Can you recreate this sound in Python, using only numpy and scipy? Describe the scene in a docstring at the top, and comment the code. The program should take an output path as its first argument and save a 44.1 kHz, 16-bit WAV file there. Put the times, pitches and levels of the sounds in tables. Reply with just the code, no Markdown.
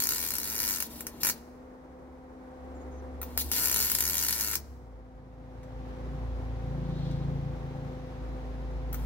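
"""Wire-feed welding in a yard

Two beads and a short tack on a steel tank: the wire shorts and pops about ninety times a second
over the hiss of the arc; the tank rings and clutter scatters the sound. The trigger clicks the gas
on, and the welder's fan sags as feed motor and arc load the supply. Nearby an engine runs, drops
to idle and booms for a while; a bird calls faintly."""
import sys
import numpy as np
from scipy import signal
from scipy.fft import rfft, irfft
from scipy.io import wavfile

SR = 44100
rng = np.random.default_rng(int(sys.argv[2]) if len(sys.argv) > 2 else 0)


def wav_out(sig):
    """Save sig, one row per channel (or a flat mono array), as 16-bit PCM at SR to the path in sys.argv[1]."""
    wavfile.write(sys.argv[1], SR, np.round(np.clip(np.atleast_2d(sig).T, -1, 1) * 32767).astype(np.int16))


N = 399105
TIME = np.arange(N) / SR

# bead, tack, bead, one curve each: t/s, shorting rate/Hz, pop level/dB, hiss level/dB
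WELDS = [
    [(0, 58, -20, -29.5), (.09, 64, -16.5, -33.5), (.18, 89, -20, -33.5), (.29, 74.5, -20.5, -34),
     (.41, 61, -23.5, -40), (.48, 117, -25.5, -34.5), (.65, 108, -18, -42), (.75, 98, -19.5, -34.5),
     (.826, 51.5, -20.5, -44)],
    [(1.232, 84, -19, -31.5), (1.305, 115, -19.5, -27.5)],
    [(3.515, 49.6, -18.5, -25.5), (3.62, 173, -18, -27), (3.69, 61.7, -14, -32), (3.84, 140, -17, -27),
     (3.9, 33.3, -17, -27.5), (3.97, 40.7, -19.5, -31), (4.07, 90, -16.5, -37), (4.2, 92, -16, -32),
     (4.3, 91, -19, -32), (4.37, 114, -22, -32), (4.558, 106, -20.5, -31)],
]
# arc and gas hiss spectrum: f/Hz, relative level/dB
HISS_SPECTRUM = [(100, -12), (1000, -15), (1900, -7), (3200, -6), (4500, 2), (6200, -3), (8700, -5),
                 (11800, 2.5), (13300, 1.5), (15500, 5.5)]
# thump and knock spectrum: f/Hz, relative level/dB
THUMP_SPECTRUM = [(100, -9.5), (300, 0), (650, -15.5), (1000, -3), (1450, 4), (1850, 1), (2400, 0),
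                  (3300, -8.5), (6000, -5.5), (15000, -19.5)]
# exhaust boom: t/s, level/dB, centre f/Hz
BOOM = [(0, -65, 144), (2.2, -68.5, 146.4), (4.9, -58, 116.6), (5.5, -53, 124.3), (5.93, -47.5, 130),
        (6.1, -41.5, 143), (6.32, -45, 104.5), (6.58, -38.5, 116), (6.8, -35, 155), (7.3, -31.5, 144),
        (7.67, -40, 141.4), (7.8, -39, 139.3), (8.05, -46, 136.2), (8.45, -48.5, 133), (8.8, -45.5, 140)]
# engine and fan air: t/s, low-band level/dB, high-band level/dB
AIR_LEVELS = [(2.3, -55.5, -81.5), (2.7, -51.5, -76.5), (3.2, -51.5, -76), (4.8, -59, -83),
              (5.3, -59.5, -82), (5.9, -51, -70), (7.1, -50, -68.5), (8.8, -51, -69.5)]


def arc(short_s=0.0028, short_db=-15, hiss_db=-6, flutter_db=1.3):
    """The arc hisses, falls nearly silent while the wire is shorted, then blows free with a pop."""
    times, levels_db = shorts()
    rate_hz, _, hiss_gain = weld_curves()
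    next_pop_s = np.append(times, np.inf)[np.searchsorted(times, TIME)]
    shorted = next_pop_s - TIME < short_s
    burn = (hiss_gain + flares()) * from_db(short_db * shorted)
    hiss = burn * from_db(hiss_db + flutter_db * drift(120)) * rng.standard_normal(N)
    pops = impulses(times, levels_db)
    body = thumps(times, levels_db) + cold_strike(pops, rate_hz == 0) + tank(pops)
    return cracks(pops) + body + colour(hiss, HISS_SPECTRUM)


def shorts(overdue_beats=0.35, jitter_beats=0.06, spread_db=1.5):
    """Pop times and levels: the wire dips steadily; each loud pop comes late and restarts the beat."""
    # wire strikes, or stubs and blows free: t/s, level/dB
    loud_pops = [(0.0023, -14), (0.0224, -13.5), (0.0378, -14), (0.055, -17.5), (0.0701, -14.5),
                 (0.09, -13), (0.1078, -13.5), (0.3057, -15.5), (0.338, -16.5), (0.3534, -18),
                 (0.384, -17.5), (0.602, -13), (0.6308, -17.5), (0.65, -17), (0.803, -14), (0.8233, -16),
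                 (1.0074, -23), (1.0681, -21.5), (1.2331, -12.5), (1.2484, -9), (1.2694, -12.5),
                 (1.2891, -14.5), (1.2984, -11.5), (3.3764, -13), (3.516, -13.5), (3.553, -19),
                 (3.672, -13), (3.7142, -11.5), (3.7422, -12), (3.7612, -12), (3.8027, -14.5), (3.868, -18),
                 (3.8991, -12.5), (3.9165, -10.5), (3.9498, -11), (3.986, -12.5), (4.0064, -10.5),
                 (4.0248, -15), (4.0529, -13), (4.1692, -17), (4.1803, -15), (4.2255, -13), (4.2359, -14),
                 (4.2484, -14), (4.2655, -16.5), (4.2842, -11.5), (4.3075, -14), (4.326, -13),
                 (4.4096, -15), (4.5543, -14.5)]
    loud_s, loud_db = np.transpose(loud_pops)
    rate_hz, pop_db, _ = weld_curves()
    dips = np.cumsum(rate_hz) / SR
    restarts = np.interp(loud_s, TIME, dips)
    beats = np.concatenate([np.linspace(a, b, max(round(b - a), 1) + 1)[1:-1]
                            for a, b in zip(restarts, restarts[1:] - overdue_beats)])
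    late, strong = rng.standard_normal((N // 100, 2))[:len(beats)].T
    beat_s = np.interp(beats + jitter_beats * late, dips, TIME)
    times = np.append(loud_s, beat_s)
    levels_db = np.append(loud_db, np.interp(beat_s, TIME, pop_db) + spread_db * strong)
    return np.sort(times), levels_db[np.argsort(times)]


def weld_curves():
    """Shorting rate, pop level and hiss gain per sample; no shorts or hiss between welds."""
    rate_hz, pop_db, hiss_db = in_time(np.vstack(WELDS))
    burning = sum(during(weld) for weld in WELDS)
    return rate_hz * burning, pop_db, from_db(hiss_db) * burning


def during(weld):
    """1 while this weld burns, else 0."""
    return (TIME >= weld[0][0]) * (TIME < weld[-1][0])


def cracks(pops, gain_db=10.5, tear_db=-3.5, tear_s=0.00044):
    """Each short blows free with a sharp crack and a ragged tear of spatter."""
    # f/Hz, relative level/dB
    crack_spectrum = [(100, -44.5), (1400, -31.5), (3300, -6.5), (4400, 2.5), (7200, 2), (9200, -3.5),
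                      (10500, 1), (11700, 7), (13500, 0.5), (15500, 5.5)]
    tear = from_db(tear_db) * np.sqrt(lagging(pops ** 2 + 1e-18, tear_s, 0)) * rng.standard_normal(N)
    return colour(from_db(gain_db) * (pops + tear), crack_spectrum)


def thumps(times, levels_db, pivot_db=-15, slope=0.73):
    """A dull thump under each pop; harder pops gain less thump than crack."""
    # t/s, gain/dB
    thump_gain = [(0.8, -1.5), (1.23, 2.5), (3.9, -0.5), (4.15, -2.5), (4.55, 1)]
    # dull spits of molten metal: t/s, level/dB
    spits = [(0.1209, -14.5), (4.5345, -13)]
    hits = impulses(times, pivot_db + slope * (levels_db - pivot_db)) * from_db(in_time(thump_gain)[0])
    return colour(hits + impulses(*np.transpose(spits)), THUMP_SPECTRUM)


def cold_strike(pops, idle, gain_db=-7.5, warm_up_s=0.31):
    """Pops on cold metal have more body until the pool warms up."""
    # f/Hz, relative level/dB
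    strike_spectrum = [(90, -7), (240, 6), (420, -6.5), (650, 9), (1000, 1.5), (1900, 2), (3200, -17.5),
                       (15000, -39)]
    cold = lagging(idle, warm_up_s, 0)
    return colour(from_db(gain_db) * cold * pops, strike_spectrum)


def flares(ramp_s=0.0128):
    """Hiss gain of the arc burning openly, without shorting."""
    # t/s, length/s, level/dB
    open_burns = [(0.828, 0.041, -37.5), (0.896, 0.12, -43), (1.204, 0.021, -35), (3.378, 0.042, -25),
                  (3.42, 0.15, -41.5)]
    return sum(from_db(db) * np.clip(np.minimum(TIME - s, s + length_s - TIME) / ramp_s + 0.5, 0, 1)
               for s, length_s, db in open_burns)


def tank(pops):
    """Every pop rings the modes of the steel tank."""
    # f/Hz, level/dB, t60/s
    modes = [(1012, -37.5, 0.073), (2885, -40.5, 0.06)]
    t = TIME[:SR // 4]
    ring = sum(from_db(db - 60 * t / t60_s) * np.sin(2 * np.pi * hz * t) for hz, db, t60_s in modes)
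    return convolve(pops, ring)


def clicks(snap_t60_s=0.011, knock_t60_s=0.047, ring_t60_s=0.01):
    """Trigger, gas valve and torch knocks: a bright snap, a dull knock and the struck part's ring."""
    # t/s, snap level/dB, ring level/dB, ring f/Hz
    hits = [(3.2156, -11, -35.5, 1320), (3.229, -15, -34.5, 1282), (5.631, -72, -47.5, 1993),
            (7.11, -55, -43, 1489), (8.928, -11, -41, 1300), (8.943, -13.5, -34, 1270)]
    # f/Hz, relative level/dB
    snap_spectrum = [(1000, -44), (5000, -15), (10000, -15), (14500, 4), (16000, 5)]
    t, out = TIME[:SR // 5], 0
    for s, snap_db, ring_db, hz in hits:
        snap = rng.standard_normal(len(t)) * from_db(snap_db - 12 - 60 * t / snap_t60_s)
        knock = rng.standard_normal(len(t)) * from_db(ring_db - 11 - 60 * t / knock_t60_s)
        ring = from_db(ring_db - 60 * t / ring_t60_s) * np.sin(2 * np.pi * hz * t)
        click = (colour(snap, snap_spectrum) + colour(knock, THUMP_SPECTRUM))[0, :len(t)] + ring
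        out = out + np.pad(click, (round(s * SR), N))[:N]
    return out


def gas_and_feed(gas_db=-62, feed_db=-53.5):
    """Shielding gas hisses and the feed motor whirrs while the trigger is held."""
    # f/Hz, relative level/dB
    motor_spectrum = [(60, -19), (190, 1.5), (290, 8.5), (430, -9), (640, -4), (1200, -14.5),
                      (15000, -31.5)]
    gas = from_db(gas_db) * colour(rng.standard_normal(N), HISS_SPECTRUM)
    motor = from_db(feed_db) * colour(rng.standard_normal(N), motor_spectrum)
    return trigger() * (gas + motor)


def trigger(ramp_s=0.02):
    """1 while the trigger is held, else 0."""
    # on/s, off/s
    held = [(0, 1.4), (3.223, 4.6), (8.935, 10)]
    return sum(np.clip(np.minimum(TIME - on, off - TIME) / ramp_s, 0, 1) for on, off in held)


def fan(blade_hz=256.1, inertia_s=0.1111, feed_sag_hz=14, flutter_db=1.5, blur_rad=0.22):
    """Blade-pass tones follow the air rush; load slows and dulls them, the arc makes them unsteady."""
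    # blade-pass drop per weld: f/Hz
    arc_sag_hz = [11, 19.29, 20.95]
    # harmonic number, level/dB
    tones = [(1, 2), (2, -0.5), (3, -8)]
    sag_hz = feed_sag_hz * trigger() + sum(hz * during(weld) for hz, weld in zip(arc_sag_hz, WELDS))
    sag_hz = lagging(sag_hz, inertia_s, feed_sag_hz)
    load = np.minimum(sag_hz / feed_sag_hz, 1)
    arcing = np.clip(sag_hz / feed_sag_hz - 1, 0, 1)
    level_db = in_time(AIR_LEVELS)[0] - 2 * arcing
    wander = 1 + 0.001816 * drift(11) + 0.04 * arcing * drift(25.02)
    phase = 2 * np.pi * np.cumsum((blade_hz - sag_hz) * wander) / SR
    out = 0
    for k, tone_db in tones:
        gain = from_db(level_db + tone_db - 7 * load * (k > 1) + flutter_db * drift(23))
        turbulence_rad = blur_rad * (k - 1) ** 2 * drift(20)
        out += gain * np.sin(k * phase + turbulence_rad)
    return np.sqrt(2) * out


def engine(throb_db=1.5, rough_db=2.2, boom_width=0.17, smear_rad=0.41, right_lag_rad=0.57):
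    """Two firings a turn give the deep tone; higher crank orders chug through a moving resonance."""
    # t/s, firing f/Hz
    speed = [(0, 70.7), (4.66, 70.6), (4.95, 55.1), (6.1, 57.77), (6.9, 55.85), (9.05, 55.44)]
    # t/s, level/dB
    firing_level = [(0.0, -53), (1.85, -60.5), (1.97, -52.5), (2.47, -62.5), (2.65, -46.5), (3.5, -41),
                    (3.53, -48.5), (4.96, -46), (5.25, -51.5), (6.18, -35.5), (7.64, -40.5), (7.71, -48),
                    (8.77, -33.5)]
    # f/Hz, relative level/dB
    exhaust_spectrum = [(84, 11.5), (112, 3), (140, 1), (168, -0.5), (198, -7.5), (260, -2.5), (335, 6)]
    firing_hz, = in_time(speed)
    firing_db, = in_time(firing_level)
    boom_db, boom_hz = in_time(BOOM)
    crank_rad = np.pi * np.cumsum(firing_hz * (1 + 0.0035 * drift(6.4))) / SR
    lumpy = np.interp(boom_db, [-44, max(boom_db)], [1, 0.3])  # firms up when loud
    orders = np.arange(3, 14)
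    order_hz = orders[:, None] * firing_hz / 2
    detuning = np.log(order_hz / boom_hz) / boom_width
    weights = from_db(at_hz(exhaust_spectrum, order_hz)) / (1 + detuning ** 2)
    weights /= np.linalg.norm(weights, axis=0)
    boom = 0
    for k, weight in zip(orders, weights):
        phase = k * crank_rad - smear_rad * k * k  # pipe delay differs by order, rounding the chug
        boom += weight * from_db(rough_db * lumpy * drift(12)) * np.exp(1j * phase)
    boom *= from_db(boom_db + throb_db * lumpy * drift(14.5))
    firing = from_db(firing_db + throb_db * lumpy * drift(11)) * np.exp(2j * crank_rad)
    left, right = firing + boom * lean_left(0.5)
    return np.sqrt(2) * np.real([left, right * np.exp(-1j * right_lag_rad)])


def rumble():
    """Turbulent exhaust gas, growing with the boom."""
    level_db = -53 + 0.57 * (in_time(BOOM)[0] + 44)
    return from_db(level_db) * band_noise(hz=118, width_hz=130)


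def air_rush(low_gain_db=0.5, high_gain_db=5, flutter_db=0.85):
    """Broad noise of engine and fan air, in two bands."""
    # both: f/Hz, relative level/dB
    low_spectrum = [(25, -9.5), (60, 9), (120, -12.5), (200, -0.5), (380, 1), (600, -2.5), (900, -4),
                    (1400, -12), (2200, -20), (3100, -43), (5500, -34.5), (15000, -43)]
    high_spectrum = [(25, -27.5), (800, -2), (1900, 8.5), (2900, 4), (3900, 2.5), (4600, -1.5),
                     (6400, -5.5), (7800, -16.5), (10000, -27.5), (11800, -13), (14000, -29.5)]
    low_db, high_db = in_time(AIR_LEVELS)
    low = from_db(low_db + low_gain_db + flutter_db * drift(30.2)) * diffuse_noise(low_spectrum)
    return low + from_db(high_db + high_gain_db) * diffuse_noise(high_spectrum)


def scrape(peak_s=7.06, fade_s=0.16, level_db=-61.5):
    """A soft swell of friction noise as the work is handled."""
    swell = np.exp(-np.abs(TIME - peak_s) / fade_s)
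    return from_db(level_db) * swell * band_noise(hz=3600, width_hz=1900)


def bird():
    """Thin falling whistles with a quick waver."""
    # t/s, length/s, start f/Hz, end f/Hz, level/dB
    notes = [(2.736, 0.046, 7250, 6650, -70), (2.788, 0.056, 7000, 6500, -72),
             (2.906, 0.062, 6600, 6030, -70.5), (2.962, 0.047, 6360, 5900, -70)]
    out, waver = np.zeros(N), 1 + 0.035 * drift(163.6)
    for s, length_s, start_hz, end_hz, db in notes:
        along = np.clip((TIME - s) / length_s, 0, 1)
        hz = (start_hz + (end_hz - start_hz) * along) * waver
        out += from_db(db) * np.sin(np.pi * along) * np.sin(2 * np.pi * np.cumsum(hz) / SR)
    return out


def yard(x, scatter_db=1.5, scatter_t60_s=0.11, tail_db=-21, tail_t60_s=0.76, size=SR // 2):
    """Direct sound, near echoes, bright scatter off the clutter and a dull far tail."""
    # delay/s, level/dB
    reflections = [(.00031, -11), (.00098, -15), (.00215, -3.1)]
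    t = TIME[:size]
    echoes = impulses(*np.transpose(reflections))[:size]
    bright = signal.lfilter(*signal.butter(1, 2200, "high", fs=SR), rng.standard_normal((5, 2, size)))
    dull = signal.lfilter(*signal.butter(1, 6000, fs=SR), rng.standard_normal((2, size)))
    paths = from_db(scatter_db) * unit_rms(bright * from_db(-60 * t / scatter_t60_s)) / np.sqrt(size)
    tail = from_db(tail_db) * unit_rms(dull * from_db(-60 * t / tail_t60_s)) / np.sqrt(size)
    # torch movement shifts the scatter between paths
    shares = np.array([drift(12) for _ in paths])
    shares /= np.linalg.norm(shares, axis=0)
    scatter = sum(convolve(x * share, path) for share, path in zip(shares, paths))
    # the arc dances behind the nozzle, trading direct for reflected sound
    shade = from_db(1.4 * drift(60))
    direct = from_left(np.ravel(x) * shade, 4)
    reflected = convolve(x / shade, from_left(echoes, 4) + tail)
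    return (direct + reflected + scatter) * lean_left(1.22)


def diffuse_noise(spectrum):
    """Stereo noise, mostly from the left: alike in the bass, unrelated in the treble."""
    # f/Hz, left-right correlation
    correlation = [(100, 0.96), (300, 0.96), (600, 0.53), (1200, 0.054), (3000, 0.11), (12000, 0.037)]
    alike = np.clip(at_hz(correlation, np.fft.rfftfreq(N, 1 / SR)), 0, 1)
    split = np.sqrt([alike, 1 - alike, 1 - alike])
    common, left, right = np.sqrt(2) * irfft(rfft(rng.standard_normal((3, N))) * split, N)
    return colour(from_left(common, 8) + np.array([left, right]), spectrum)


def band_noise(hz, width_hz):
    """Noise through the same resonance twice, unit rms."""
    r = np.exp(-np.pi * width_hz / SR)
    b, a = [1, 0, -1], [1, -2 * r * np.cos(2 * np.pi * hz / SR), r * r]
    return unit_rms(signal.lfilter(b, a, signal.lfilter(b, a, rng.standard_normal(N))))


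def drift(rate_hz, hop=40, settle=2000):
    """Slow random curve, unit rms."""
    r = np.exp(-2 * np.pi * hop * rate_hz / SR)
    slow = signal.lfilter([1], [1, -2 * r, r * r], rng.standard_normal(N // hop + settle + 2))[settle:]
    return np.interp(np.arange(N) / hop, np.arange(len(slow)), unit_rms(slow))


def colour(x, spectrum, size=4096):
    """Minimum-phase filter of unit energy with the given spectrum."""
    cepstrum = irfft(np.log(from_db(at_hz(spectrum, np.fft.rfftfreq(size, 1 / SR)))))
    cepstrum[1:size // 2] *= 2
    cepstrum[size // 2 + 1:] = 0
    response = irfft(np.exp(rfft(cepstrum)))
    return convolve(x, response / np.linalg.norm(response))


def convolve(x, response):
    """Convolve per channel, at most N samples."""
    return signal.fftconvolve(np.atleast_2d(x), np.atleast_2d(response), axes=-1)[:, :N]


def impulses(times, db):
    """One impulse at each time."""
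    out = np.zeros(N)
    np.add.at(out, np.clip(np.round(np.asarray(times) * SR).astype(int), 0, N - 1), from_db(db))
    return out


def lagging(x, tau_s, start):
    """First-order lag from a starting value."""
    keep = np.exp(-1 / (tau_s * SR))
    return signal.lfilter([1 - keep], [1, -keep], x, zi=[start])[0]


def in_time(rows):
    """Each column of a curve at every sample."""
    s, *columns = np.transpose(rows)
    return [np.interp(TIME, s, column) for column in columns]


def at_hz(points, hz):
    """Interpolate a spectrum over log frequency."""
    f, value = np.transpose(points)
    return np.interp(np.log(hz + 1), np.log(f), value)


def from_left(x, lag_samples):
    """Stereo pair, right channel delayed."""
    return np.array([x, np.pad(x, (lag_samples, 0))[:len(x)]])


def lean_left(db):
    """Stereo gains: left up, right down."""
    return from_db([[db], [-db]])


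def from_db(db):
    """Decibels to gain."""
    return 10 ** (np.asarray(db) / 20)


def unit_rms(x):
    """Scale to unit rms."""
    return x / np.sqrt(np.mean(x ** 2) + 1e-20)


def scene():
    """Work sounds and bird pass through the yard; the machines drone underneath."""
    foreground = yard(arc() + clicks() + gas_and_feed() + scrape() + bird())
    cooling = from_left(fan(), 12) * lean_left(1)
    return foreground + cooling + engine() + rumble() + air_rush()


def record(dry):
    """Steep low-pass."""
    cutoff_hz = 15720
    return signal.sosfilt(signal.ellip(10, 0.2, 80, cutoff_hz, fs=SR, output="sos"), dry)


dry = scene()
out = record(dry)
wav_out(out)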